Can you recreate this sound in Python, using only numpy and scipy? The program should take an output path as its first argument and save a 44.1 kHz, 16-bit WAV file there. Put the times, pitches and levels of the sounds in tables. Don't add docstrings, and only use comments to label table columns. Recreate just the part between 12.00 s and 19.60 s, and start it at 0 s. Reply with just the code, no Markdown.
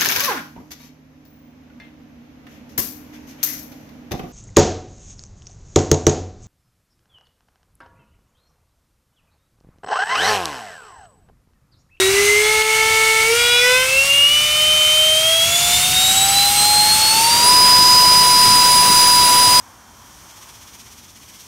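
import sys
import numpy as np
from scipy import signal
from scipy.io import wavfile
from scipy.ndimage import uniform_filter1d

SR = 44100
rng = np.random.default_rng(int(sys.argv[2]) if len(sys.argv) > 2 else 0)


def linear_from_db(decibels):
    return 10 ** (np.asarray(decibels, float) / 20)


def unload_audio(sound):
    columns = np.transpose(np.atleast_2d(sound))
    steps = np.round(np.clip(columns, -1, 1) * 32767)
    wavfile.write(sys.argv[1], SR, steps.astype(np.int16))


N = 335160

# time [s], shaft speed [Hz], gain of the airflow noise [dB].
ROTOR = [(0, 378, 0.5), (.22, 406, 1), (.52, 432.7, 1.5), (.9, 441.3, 3), (1.24, 442.9, 2.5),
         (1.39, 476.2, 3), (1.56, 483.2, 0.5), (1.72, 502.7, 1.5), (2.36, 593, -1), (2.62, 611.3, -0.5),
         (3.15, 627, 0), (3.84, 728, 0), (4.41, 803.6, 0), (5.06, 868, 0), (5.51, 992, 1.5),
         (6.0, 994.2, 1), (7.22, 984, 1), (7.6, 991, 1)]
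# time [s], shaft speed ahead or behind [Hz], half length [s].
NUDGES = [(.08, -4, 0.075), (.36, -2, 0.084), (1.88, -5, 0.11), (2.07, 3, 0.099), (2.25, -6, 0.092),
          (2.88, -5, 0.18), (3.42, -7, .1), (3.6, 5, .1), (3.98, -3, 0.094), (4.68, 2, 0.0945),
          (4.8, -5, .1), (5.2, -8, .15), (5.41, -8, 0.086), (6.3, -2, 0.19)]
# shaft speed [Hz], shaft multiples 5 and 10 [dB].
BLADE = [(378, -25, -18.5), (390, -21, -33), (413, -16, -32), (448, -17.5, -35), (505, -17.5, -27.5),
         (565, -12, -36), (616, -14.5, -34), (700, -17, -24.5), (849.6, -15.5, -20.5), (949.3, -14.5, -27),
         (982, -13, -19), (991, -13, -19.5), (1003, -1, -41)]
# shaft speed [Hz], level [dB].
THIRD_BLADE = [(378, -36), (400, -28), (425, -31), (440, -36), (595, -45), (625, -35), (832, -31),
               (960, -41), (985, -31), (995, -33)]
# shaft speed [Hz], multiples 2 and 3 from the frame [dB],
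# 4 from uneven blades [dB], 7 from the mount [dB].
SHAKE = [(378, -42, -43, -37, -38), (493, -46, -28, -34.5, -34), (545, -39, -40, -30.5, -50),
         (613, -33.5, -41, -27.5, -47), (611, -33, -51, -26.5, -46), (625, -39, -48, -30.5, -41),
         (647, -37, -35, -32.5, -42), (796, -44, -49, -33, -45), (904, -44, -28, -31, -44),
         (984, -37.5, -37, -25, -45), (997, -35, -32, -26.5, -47)]
# shaft multiple, leading multiple, level relative to it [dB].
RIDERS = [(6, 4, -2), (8, 3, -10), (9, 10, -15), (11, 10, -15), (12, 10, -22), (13, 7, -19), (14, 15, -10),
          (16, 7, -18), (20, 15, -13)]
# time [s], depth [dB], half length [s].
NULLS = [(0.13, -15, 0.039), (0.242, -11, 0.05), (.45, -3, 0.049), (0.532, -4, 0.024), (0.665, -5, .05),
         (1.345, -6.5, 0.13), (1.483, -6, 0.075), (1.712, -5, 0.047), (1.848, -12, 0.095),
         (2.06, -9.5, 0.04), (2.5, -4.5, 0.19), (3.2, -2, 0.14), (3.498, -3.5, 0.082), (3.606, -13, .04),
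         (3.689, -5, .04), (3.8, -11, .04), (3.905, -11, 0.068), (4.14, -12, 0.044), (4.288, -15, 0.047),
         (4.535, -20, 0.043), (4.688, -3.5, 0.13), (4.872, -4, 0.039), (4.979, -9, .05), (5.09, -4, .04),
         (5.218, -14, 0.024), (5.28, -14, 0.034), (5.37, -4, 0.028), (6.859, -4, .07), (7.319, -5, .12),
         (7.506, -4, .05)]
# time [s], change [dB], half length [s].
NULLS_2 = [(.36, -11, .08), (.56, 4, .08), (1.89, -12, 0.13), (2.16, -20, .08), (2.34, 7, .08),
           (2.61, -8, 0.11), (3.42, -8, .1), (3.92, -9, 0.16), (4.18, 5.5, .12), (4.44, -8, .12),
           (4.8, 0, .08), (5.04, -4, .08), (5.31, -4, .08), (6.0, 0.5, .2), (7.6, -4, .15)]
# shaft multiple, width [Hz], level relative to the tone [dB].
SKIRTS = [(1, 18, -22), (4, 22, -16.5), (5, 105, -13), (10, 110, -8), (15, 270, -8)]
# frequency [Hz], width [Hz], level [dB].
STAND = [(377, 26, -18), (406, 53, -17.5), (426, 27, -29.5), (462, 17, -14), (500, 29, -19), (536, 22, -25),
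         (560, 23, -29.5), (627, 31, -24.5), (648.5, 33, -24), (700, 64, -28), (794, 83, -22),
         (840, 24, -20), (919.7, 106, -17), (992, 70, -14.5)]
# start [s], end [s], level [dB], rise per shaft multiple [dB].
BUZZ = [
    (0.397, 1.36, -5.5, -.5),
    (1.28, 1.88, 0.5, 0),
    (0.57, .62, -3, 0.5),
    (0.815, 0.85, 3, 0.5),
]
# frequency [Hz], width [Hz], level [dB].
FRAME = [(876, 54, -19), (1010, 80, -26.5), (1333, 76, -19.5), (1512, 190, -21.5), (1768, 66, -23.5),
         (1979, 36, -14), (2050, 110, -24.5), (2935, 240, -23.5), (3050, 130, -22), (3396, 150, -18),
         (3540, 87, -23.5), (3890, 280, -23.5), (4830, 120, -30), (5500, 700, -28.5)]
# frequency [Hz], depth [dB], half width [Hz].
HOLES = [(940, -6, 16), (980, -19, 12), (1365, -14, 29), (1850, -15, 37), (1950, -10, 23), (2947, -18, 39),
         (3044, -24, 31), (3943, -13, 45), (4450, -10, 80), (4980, -12, 63), (5000, -12, 52),
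         (5310, -3, 74), (5720, -22, 160)]
# time [s], level [dB].
CAGE_DB = [(0, -50), (1.15, -50), (1.35, -45), (1.75, -45), (1.9, -60)]
# shaft speed [Hz], jet roar [dB], duct hum [dB], blade-tip hiss [dB].
AIR = [(378, -35, -22, -19), (444, -42.5, -25, -23), (590, -39, -25.5, -21), (673, -37, -27, -19.5),
       (708, -34, -24, -17.5), (915, -33, -26.5, -17), (980, -30.5, -27.5, -17.5),
       (1000, -28.5, -29.5, -19)]
# frequency [Hz], level at slow, middle and full speed [dB].
ROAR = [(20, -14, -42, -36), (70.4, 8, 2.5, 1), (158, -5.5, -2, 3), (290, -11.5, -13, 0),
        (525, -8, -13, -1), (694, -1.5, -8.5, -0.5), (1900, 1, -7.5, -0.5), (3100, -22, -42, -9.5)]
# frequency [Hz], width [Hz], level at slow speed [dB], at full speed [dB].
DUCT = [(1353, 72, -3, 3.5), (2213, 245, 4, 0), (2775, 370, 0, 4), (3230, 870, -12, -1.5)]
# frequency [Hz], level [dB].
HISS = [(1500, -14), (2500, -1.5), (3800, 3.5), (5400, 3), (6200, 4), (7200, 1), (8600, 5), (9600, 1),
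        (10500, -5.5), (12000, -27)]
# frequency [Hz], level [dB].
FIZZ = [(8000, -45), (9800, -1), (10500, 2.5), (12000, 3), (13500, -1), (15000, -3), (16500, -5)]
# slow, middle and full speed [dB].
FIZZ_DB = (-10.5, -7, -10)
# time [s], frequency [Hz].
CHOP_HZ = [(0, 7725), (7.6, 7580)]
# time [s], level [dB].
CHOP_DB = [(0, -40), (3.5, -42), (4.5, -62)]
# time [s], level [dB].
BEAT_DB = [(3.4, -65), (3.6, -37), (3.74, -38), (3.9, -55), (4.2, -40), (4.5, -46), (4.8, -65)]
STRAY_WIDTH_HZ = (1100, 1900)

CAGE = 1.55
SLOW_HZ, FAST_HZ = 450, 990
EDGE_HZ = 15770


def rotor():
    t = np.arange(0, N + 64, 64) / SR
    shaft_hz = curves(ROTOR, t)[0] + bumps(NUDGES, t)
    level = harmonic_levels(t, shaft_hz)
    every_s = np.arange(N) / SR
    level = {k: np.interp(every_s, t, db) for k, db in level.items()}
    shaft_hz = np.interp(every_s, t, shaft_hz)
    turns = np.cumsum(shaft_hz) / SR
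    slope = uniform_filter1d(np.gradient(shaft_hz), size=4410)
    sweep = np.clip(abs(slope) * SR / 150, 0, 1.5)
    out = np.zeros(N)
    for k, db in level.items():
        rough = np.clip(np.sqrt(k) * (.045 + .075 * sweep), 0, .9)
        heard = k * shaft_hz < 16000
        waver = np.sqrt(1 - rough ** 2) + rough * drift(width_hz=8.2)
        out += heard * tone(k * turns, db, waver)
    for k, width_hz, under_db in SKIRTS:
        skirt_db = uniform_filter1d(level[k], size=1764) + under_db
        out += tone(k * turns, skirt_db, drift(width_hz))
    return out, turns


def harmonic_levels(t, shaft_hz):
    columns = curves(BLADE, shaft_hz) + curves(THIRD_BLADE, shaft_hz) + curves(SHAKE, shaft_hz)
    level = dict(zip((5, 10, 15, 2, 3, 4, 7), columns))
    level[1] = rings(STAND, shaft_hz)
    level[5] = level[5] + bumps(NULLS, t)
    level[10] = level[10] + bumps(NULLS_2, t)
    for k, lead, under_db in RIDERS:
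        level[k] = level[lead] + under_db
    for k in (2, 3, 4, 6, 7, 8, 9, 10, 11, 12, 13):
        level[k] = 10 * np.log10(linear_from_db(2 * level[k]) + chatter_power(k, t, shaft_hz))
    level[CAGE] = curves(CAGE_DB, t)[0]
    return level


def chatter_power(k, t, shaft_hz):
    edge_s = 0.052
    knocks = 0
    for start, end, db, tilt_db in BUZZ:
        fade = np.clip(np.minimum(t - start, end - t) / edge_s, 0, 1)
        knocks = knocks + linear_from_db(2 * (db + k * tilt_db)) * fade ** 2
    frame_db = rings(FRAME, k * shaft_hz) + bumps(HOLES, k * shaft_hz)
    return knocks * linear_from_db(2 * frame_db)


def air():
    frames = N // 256 + 5
    hz = np.fft.rfftfreq(1024, 1 / SR)[:, None]
    t = np.arange(frames) * 256 / SR
    shaft_hz, gain_db = curves(ROTOR, t)
    fast = np.clip((shaft_hz - SLOW_HZ) / (FAST_HZ - SLOW_HZ), 0, 1)
    shares = [np.clip(1 - abs(2 * fast - k), 0, 1) for k in range(3)]

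    roar = linear_from_db(2 * sum(share * db for share, db in zip(shares, read(ROAR, hz))))
    duct = 0
    for f, width_hz, slow_db, fast_db in DUCT:
        peak = linear_from_db(2 * (slow_db + fast * (fast_db - slow_db)))
        duct = duct + peak / (1 + (2 * (hz - f) / width_hz) ** 2) ** 1.8
    hiss = linear_from_db(2 * read(HISS, hz)[0])
    fizz = linear_from_db(2 * read(FIZZ, hz)[0])

    roar_db, duct_db, hiss_db = curves(AIR, shaft_hz)
    fizz_db = hiss_db + sum(share * db for share, db in zip(shares, FIZZ_DB))
    layers = [(roar, roar_db - 0.05, 0, 700), (duct, duct_db - 1.5, 1900, 3500),
              (hiss, hiss_db - 1.53, 3500, 1e4), (fizz, fizz_db - 1.1, 1e4, 15600)]
    power = 0
    for shape, db, low, high in layers:
        band_power = (shape * ((hz > low) & (hz < high))).sum(0)
        power = power + linear_from_db(2 * db) * shape / band_power

    a, b, patches = rng.standard_normal((frames, 513, 3)).T
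    patches = uniform_filter1d(patches, size=10, axis=0)
    patches = evened(uniform_filter1d(patches, size=14, axis=1))
    gusts = evened(uniform_filter1d(rng.standard_normal(frames), size=12))
    z = (a + 1j * b) * np.sqrt(power) * linear_from_db(gain_db + 0.9 * patches + 0.41 * gusts)
    unit = np.sqrt(3 / 2)
    return unit * signal.istft(z, nperseg=1024, noverlap=768)[1][:N]


def speck(since):
    return linear_from_db(-4) * np.exp(-(since / 2e-4) ** 2) * np.cos(2 * np.pi * 3500 * since)


def controller(turns):
    t = np.arange(N) / SR
    chop = np.cumsum(curves(CHOP_HZ, t)[0]) / SR
    chop_db, beat_db = curves(CHOP_DB, t)[0], curves(BEAT_DB, t)[0]
    commutation = 12 * turns
    whistle = tone(chop, chop_db, 0.88)
    octave = tone(2 * chop, chop_db - 21, 0.92)
    return whistle + octave + tone(commutation - chop, beat_db, 1)


def tone(turns, db, waver):
    phase = np.exp(2j * np.pi * (turns + rng.random()))
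    return np.sqrt(2) * linear_from_db(db) * (phase * waver).real


def drift(width_hz):
    z = rng.standard_normal((N // 32 + 400, 2)) @ [1, 1j]
    r = np.exp(-np.pi * np.clip(width_hz, 1, 600) * 32 / SR)
    z = evened(signal.lfilter([1], [1, -r], z)[398:])
    return np.interp(np.arange(N) / 32, np.arange(len(z)), z)


def rings(modes, hz):
    return 10 * np.log10(sum(linear_from_db(2 * db) / (1 + (2 * (hz - f) / w) ** 2) ** 2 for f, w, db in modes))


def bumps(rows, t):
    return sum(height * np.clip(1 - abs(t - s) / half_s, 0, 1) for s, height, half_s in rows)


def curves(rows, t):
    s, *columns = np.transpose(rows)
    return [np.interp(t, s, c) for c in columns]


def read(points, hz):
    f, *columns = np.transpose(points)
    return [np.interp(np.log(hz + 1), np.log(f + 1), c) for c in columns]


def evened(x):
    return x / np.sqrt(np.mean(abs(x) ** 2) + 1e-20)


def scene():
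    tones, turns = rotor()
    since = np.arange(N) / SR - .6237
    duck_db, recover_s = -3, .08
    flinch = linear_from_db(duck_db * (since > 0) * np.exp(-abs(since) / recover_s))
    mono = flinch * (tones + controller(turns) + air()) + speck(since)
    return np.tile(mono, (2, 1))


def stray_bands(mono):
    per_s, low_limit_hz, high_limit_hz = 7.1, 4400, 14600
    apart, n = np.zeros(N), np.arange(2048)
    shape = signal.windows.kaiser_bessel_derived(2048, 4 * np.pi)
    count = round(per_s * N / SR)
    for (when, where, wide), noise in zip(rng.random((count, 3)), rng.standard_normal((count, 1024))):
        at = 554 + 1024 * int(when * (N // 1024 - 3))
        low_hz = low_limit_hz + where ** 0.76 * (high_limit_hz - low_limit_hz)
        high_hz = min(low_hz + np.interp(wide, (0, 1), STRAY_WIDTH_HZ), EDGE_HZ)
        bins = np.arange(round(low_hz * 2048 / SR), round(high_hz * 2048 / SR))
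        waves = shape * np.cos(np.pi / 1024 * np.outer(bins + .5, n + 1025 / 2))
        strength = np.median(abs(waves @ mono[at:at + 2048])) / 512
        apart[at:at + 2048] += strength * noise[bins] @ waves
    return apart


def top_cut(x):
    return signal.sosfilt(signal.butter(12, 16570, fs=SR, output="sos"), x)


def record(dry):
    edge = signal.firwin(401, EDGE_HZ, window=("kaiser", 8), fs=SR)
    mono = signal.oaconvolve(np.tanh(1.088 * dry[0]) / 1.091, edge, "same")
    mix = mono + linear_from_db(-.5) * stray_bands(mono) * np.array([[1], [-1]])
    return top_cut(mix)


dry = scene()
out = record(dry)
unload_audio(out)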